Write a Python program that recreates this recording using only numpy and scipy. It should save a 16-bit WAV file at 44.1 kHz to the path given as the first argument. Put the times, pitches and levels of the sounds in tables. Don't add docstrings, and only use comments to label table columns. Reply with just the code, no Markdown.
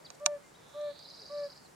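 import sys
import numpy as np
from scipy import signal
from scipy.io import wavfile
from scipy.ndimage import uniform_filter1d

SR = 44100
rng = np.random.default_rng(int(sys.argv[2]) if len(sys.argv) > 2 else 0)


def convert_level_to_amplitude(level_db):
    exponent = np.asarray(level_db, float) / 20
    return 10 ** exponent


def wav_out(sig):
    wavfile.write(sys.argv[1], SR, np.round(np.clip(np.atleast_2d(sig).T, -1, 1) * 32767).astype(np.int16))


N = 77175


def level(x, db):
    return x * convert_level_to_amplitude(db) / np.sqrt(np.mean(x ** 2))


def band(x, hz, width):
    return signal.lfilter(*signal.iirpeak(min(hz, 0.45 * SR), hz / width, fs=SR), x)


def walk(rate):
    hold = int(SR / rate)
    steps = np.repeat(rng.standard_normal(N // hold + 1), hold)
    return 1.5 * uniform_filter1d(uniform_filter1d(steps, hold), hold)[:N]


def pan(x, db):
    return np.array([x * convert_level_to_amplitude(db / 2), x * convert_level_to_amplitude(-db / 2)])


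def late(x, s):
    return np.interp(np.arange(N) - s * SR, np.arange(N), x, left=0)


def chirp(t, start, length, hz0, hz1, db, depth=0, swing_hz=0):
    warble_hz = 150
    out = np.zeros(N)
    at = slice(int(start * SR), int((start + length) * SR))
    u = (t[at] - start) / length
    beat = 2 * np.pi * warble_hz * u * length
    hz = hz0 + (hz1 - hz0) * u + swing_hz * np.sin(beat)
    phase = 2 * np.pi * np.cumsum(hz) / SR
    swell = np.sqrt(2 * np.abs(np.sin(np.pi * u)))
    pulses = 1 - np.clip(depth, 0, 1) * np.cos(beat)
    out[at] = convert_level_to_amplitude(db) * swell * pulses * np.sin(phase)
    return out


def field(t):
    # frequency [Hz], density [dB per Hz].
    spectrum = [(15, -38), (25, -11), (149, -1), (936, -3.5), (1890, -9), (2110, -11), (2990, -15.5),
                (7510, -14.5), (16000, -29.5)]
    # frequency [Hz], side over mid [ratio].
    spread = [(30, 0.98), (80, 0.15), (300, 1), (1000, 1), (4000, 0.53), (12000, 0.61)]
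    # centre [s], spread [s], lift [dB].
    rustles = [
        (.15, 0.011, 7),
        (.48, 0.04, 2),
        (.71, 0.043, 4.5),
        (1.66, .04, 2.5),
    ]
    # centre [s], spread [s], frequency [Hz], lift [dB].
    murmurs = [
        (0.081, 0.25, 530, 7),
        (1.156, 0.21, 530, 6.5),
        (0.72, 0.2, 500, 5),
    ]
    out, swell = 0, walk(3)
    rustle_db = sum(db * np.exp(-((t - s) / w) ** 2) for s, w, db in rustles)
    calls = [(f, db * np.exp(-((t - s) / w) ** 2)) for s, w, f, db in murmurs]
    shape_hz, shape_db = np.array(spectrum).T
    wide_hz, wide_ratio = np.array(spread).T
    for hz in 28 * 2 ** (np.arange(28) / 3):
        mid, side = (band(band(rng.standard_normal(N), hz, hz / 3), hz, hz / 3) for _ in range(2))
        db = np.interp(np.log(hz), np.log(shape_hz), shape_db)
        db = db + 0.1 * swell + 0.74 * walk(9.06)
        db = db + rustle_db * np.exp(-np.log2(hz / 6500) ** 2 / 0.22)
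        db = db + sum(bump * np.exp(-np.log2(hz / f) ** 2 / 0.051) for f, bump in calls)
        width = np.interp(np.log(hz), np.log(wide_hz), wide_ratio)
        out = out + convert_level_to_amplitude(db) * (mid + width * side * np.array([[1], [-1]]))
    hum = level(band(rng.standard_normal(N), 158, 19), -70)
    return level(out, -57.5) + hum


def lone_chirps(t):
    # start [s], length [s], from [Hz], to [Hz], level [dB].
    glides = [
        (.046, .014, 4535, 4790, -52),
        (.056, 0.0064, 5260, 4420, -52),
        (.061, 0.0082, 4400, 3650, -50),
        (.067, .013, 3640, 3140, -61),
        (0.147, 0.013, 4840, 3900, -66),
        (.543, 0.0117, 2900, 3700, -66),
        (.55, 0.019, 3770, 3890, -63.5),
        (.991, 0.014, 5010, 4500, -54.5),
        (1.65, 0.022, 4500, 3810, -63),
    ]
    return sum(chirp(t, *row) for row in glides)


def shell():
    # start [s], peak [dB], pan [dB], brightness [dB per octave].
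    clicks = [
        (.1025, -31, -6.5, 1.8),
        (.199, -47.5, -4, 20),
        (0.257, -32.5, 0, 10),
        (0.2611, -5.5, -6.5, 2.13),
        (.595, -58, -7, 8),
        (.697, -56, -1, 5),
        (0.813, -48, -5, 9),
        (0.991, -43, -11, 5),
        (1.65, -48, -7, -6),
    ]
    # frequency [Hz], level [dB], decay time T60 [s].
    modes = [(445, -14, 0.048), (711, -2, 0.045), (900, -14, 0.077), (1168, -2.5, 0.024),
             (1464, -13.5, 0.038), (1755, -10.5, 0.03), (2375, -5, 0.018), (2770, -10.5, 0.022),
             (3770, -4, 0.011), (4300, 0.5, 0.0095), (5070, -5.5, 0.0096), (5950, 5.1, 0.011),
             (6760, -1.5, 0.0097), (8300, -6.5, 0.0075)]
    slip_s, left_lag_s, scatter_db = 0.00027, 0.00075, 0.5
    out, n = np.zeros((2, N)), np.arange(SR // 16) / SR
    edges = signal.butter(3, [360, 9800], "band", fs=SR, output="sos")
    for start, db, pan_db, tilt_db in clicks:
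        luck = rng.standard_normal((len(modes), 3))
        for ch in range(2):
            left = 1 - ch
            hit = 0
            for (f, mode_db, t60), (a, b, c) in zip(modes, luck):
                ring_db = mode_db + tilt_db * np.log2(f / 4000) + scatter_db * (1.5 - ch) * a
                ring = convert_level_to_amplitude(ring_db - 60 * n / t60) * (1 - np.exp(-n / slip_s))
                hit = hit + ring * np.sin(2 * np.pi * f * n + np.pi * b + 0.5 * left * c)
            hiss = band(rng.standard_normal(len(n)), 5240, 4700)
            crack = convert_level_to_amplitude(-7.5) * np.exp(-n / 0.0019)
            tail = convert_level_to_amplitude(-20) * np.exp(-n / 0.0043)
            rattle = convert_level_to_amplitude(-42) * np.exp(-n / 0.014)
            hit = hit / np.abs(hit).max() + hiss * (crack + tail + rattle)
            at = int((start + left_lag_s * left) * SR)
            out[ch, at:at + len(n)] += signal.sosfilt(edges, hit) * convert_level_to_amplitude(db + pan_db * left)
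    return out


def toad(t):
    # start [s], length [s], pitch [Hz], level [dB], sag [Hz].
    hoots = [
        (0.202, 0.18, 592.6, -36.5, 30.2),
        (.74, 0.19, 592.5, -36, 30),
        (1.296, 0.19, 585.5, -36, 32),
    ]
    # multiple of the pitch, start [dB], end [dB], power of the swell, power of the fade.
    overtones = [(2, -18.5, -24, 0.19, 0.94), (3, -34.5, -20.5, 0.96, 1.2), (4, -42, -31.5, 1.2, 1.3)]
    # lag [s], level [dB].
    bank_echo = [(.036, -39), (.047, -17.5)]
    swell, fade = 0.56, 0.3
    onset_s, onset_share = 0.012, 0.079
    scoop_hz, scoop_s = 25.22, 0.013
    pan_from_db, pan_to_db = -0.8, 1.5
    out, progress = np.zeros(N), np.zeros(N)
    for start, length, hz, db, sag_hz in hoots:
        u = np.clip((t - start) / length, 0, 1)
        rise = np.sin(np.pi / 2 * np.clip(u / swell, 0, 1)) ** 0.78
        rise = (1 - onset_share) * rise + onset_share * np.clip(u * length / onset_s, 0, 1)
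        fall = np.sin(np.pi / 2 * np.clip((1 - u) / fade, 0, 1)) ** 0.99
        scoop = scoop_hz * np.exp(-u * length / scoop_s)
        pitch = hz - scoop - sag_hz * u ** 4.1 + 0.71 * walk(39.8)
        phase = 2 * np.pi * np.cumsum(pitch) / SR
        voice = rise * fall * np.sin(phase)
        for k, db0, db1, onset, ending in overtones:
            strength = convert_level_to_amplitude(db0 + (db1 - db0) * u + 0.98 * walk(39.8))
            voice += strength * rise ** onset * fall ** ending * np.sin(round(k) * phase)
        out += convert_level_to_amplitude(db) * np.sqrt(2) * voice
        progress += u * (u < 1)
    turn_db = pan_from_db + (pan_to_db - pan_from_db) * progress ** 0.85
    left_lag = np.array([late(out, 0.00008) - out, 0 * out])
    echo = np.array([convert_level_to_amplitude(db) * late(out, s) for s, db in bank_echo])
    return pan(out, turn_db) + left_lag + echo


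def far_toads(t):
    # start [s], length [s], from [Hz], to [Hz], level [dB].
    answers = [
        (1.17, 0.084, 510, 380, -65),
        (1.215, 0.048, 550, 520, -65),
        (1.4, 0.052, 1200, 1200, -68),
        (.43, 0.059, 2110, 2090, -70.5),
    ]
    return sum(chirp(t, *row) for row in answers)


def buzzer(t):
    # time [s], level [dB], top of sweep [Hz], bottom of sweep [Hz].
    effort = [
        (0.581, -76, 4000, 3220),
        (0.652, -70, 4100, 3196),
        (.8, -61, 4360, 3116),
        (0.961, -58, 4925, 3300),
        (1.1, -59.5, 5600, 3548),
        (1.4, -61, 5803, 3686),
        (1.68, -71.5, 5100, 4206),
    ]
    rate_hz, duty = 138, 0.9
    s, db, top, low = np.array(effort).T
    cycle = np.cumsum(rate_hz * (1 + 0.03 * walk(60))) / SR % 1
    u = np.clip(cycle / duty, 0, 1)
    hz = np.interp(t, s, top) * (1 - u) + np.interp(t, s, low) * u
    loud = convert_level_to_amplitude(np.interp(t, s, db, left=-120, right=-120) + 1.15 * walk(140))
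    pulse = np.abs(np.sin(np.pi * u)) ** 0.39
    return 1.68 * loud * pulse * np.sin(2 * np.pi * np.cumsum(hz) / SR)


def triller(t):
    # start [s], level [dB], stretch [ratio], lift of the closing slide [dB].
    syllables = [(1.021, -56.5, 0.9, 7.5), (1.075, -54.5, 1.02, 7), (1.136, -53, 1.01, 5.5),
                 (1.19, -53, 1.08, -1), (1.25, -52.5, 1.05, -4), (1.307, -54.5, 1.18, -0.5),
                 (1.37, -53, 0.98, -1.5), (1.43, -55, .95, -2.5), (1.495, -54, .95, -4),
                 (1.557, -59, .7, -8)]
    # start [s], length [s], from [Hz], to [Hz], level [dB].
    parts = [
        (0, .007, 3750, 4350, -6),
        (.004, .015, 4550, 5050, 1.01),
        (.013, .018, 5800, 6500, -15),
        (.024, .012, 5100, 4550, -1),
        (.032, .013, 4300, 3850, -3),
    ]
    depth, swing_hz, scatter_db = 0.85, 220, 1.01
    out = np.zeros(N)
    chance = rng.standard_normal((len(syllables), 2, len(parts)))
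    for (start, db, stretch, slide_db), (a, b) in zip(syllables, chance):
        for k, (s, length, hz0, hz1, part_db) in enumerate(parts):
            last = k == len(parts) - 1
            bend = 1 + 0.011 * a[k]
            pulsed = 0.25 if last else 1
            loud_db = db + part_db + last * slide_db + scatter_db * b[k]
            out += chirp(t, start + s * stretch, length * stretch, hz0 * bend, hz1 * bend, loud_db,
                         depth * pulsed, swing_hz * pulsed)
    return out * convert_level_to_amplitude(1.51 * walk(250))


def woods(x):
    t60_s = 0.4
    n = np.arange(SR // 2) / SR
    tail = rng.standard_normal((2, len(n))) * convert_level_to_amplitude(-60 * n / t60_s) * (n > 0.004)
    tail /= np.sqrt(np.sum(tail ** 2, axis=1, keepdims=True))
    return convert_level_to_amplitude(-6.5) * signal.fftconvolve(x[None], tail, axes=1)[:, :N]


def scene():
    t = np.arange(N) / SR
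    buzz, trill, chirps = buzzer(t), triller(t), lone_chirps(t)
    birds = pan(buzz, -7.5) + pan(trill + chirps, 0.2)
    echoes = woods(buzz + trill + 0.83 * chirps)
    return field(t) + shell() + toad(t) + pan(far_toads(t), -2.0) + birds + echoes


def top_cut(x):
    return signal.sosfilt(signal.butter(12, 16480, fs=SR, output="sos"), x)


def record(dry):
    return top_cut(dry)


dry = scene()
out = record(dry)
wav_out(out)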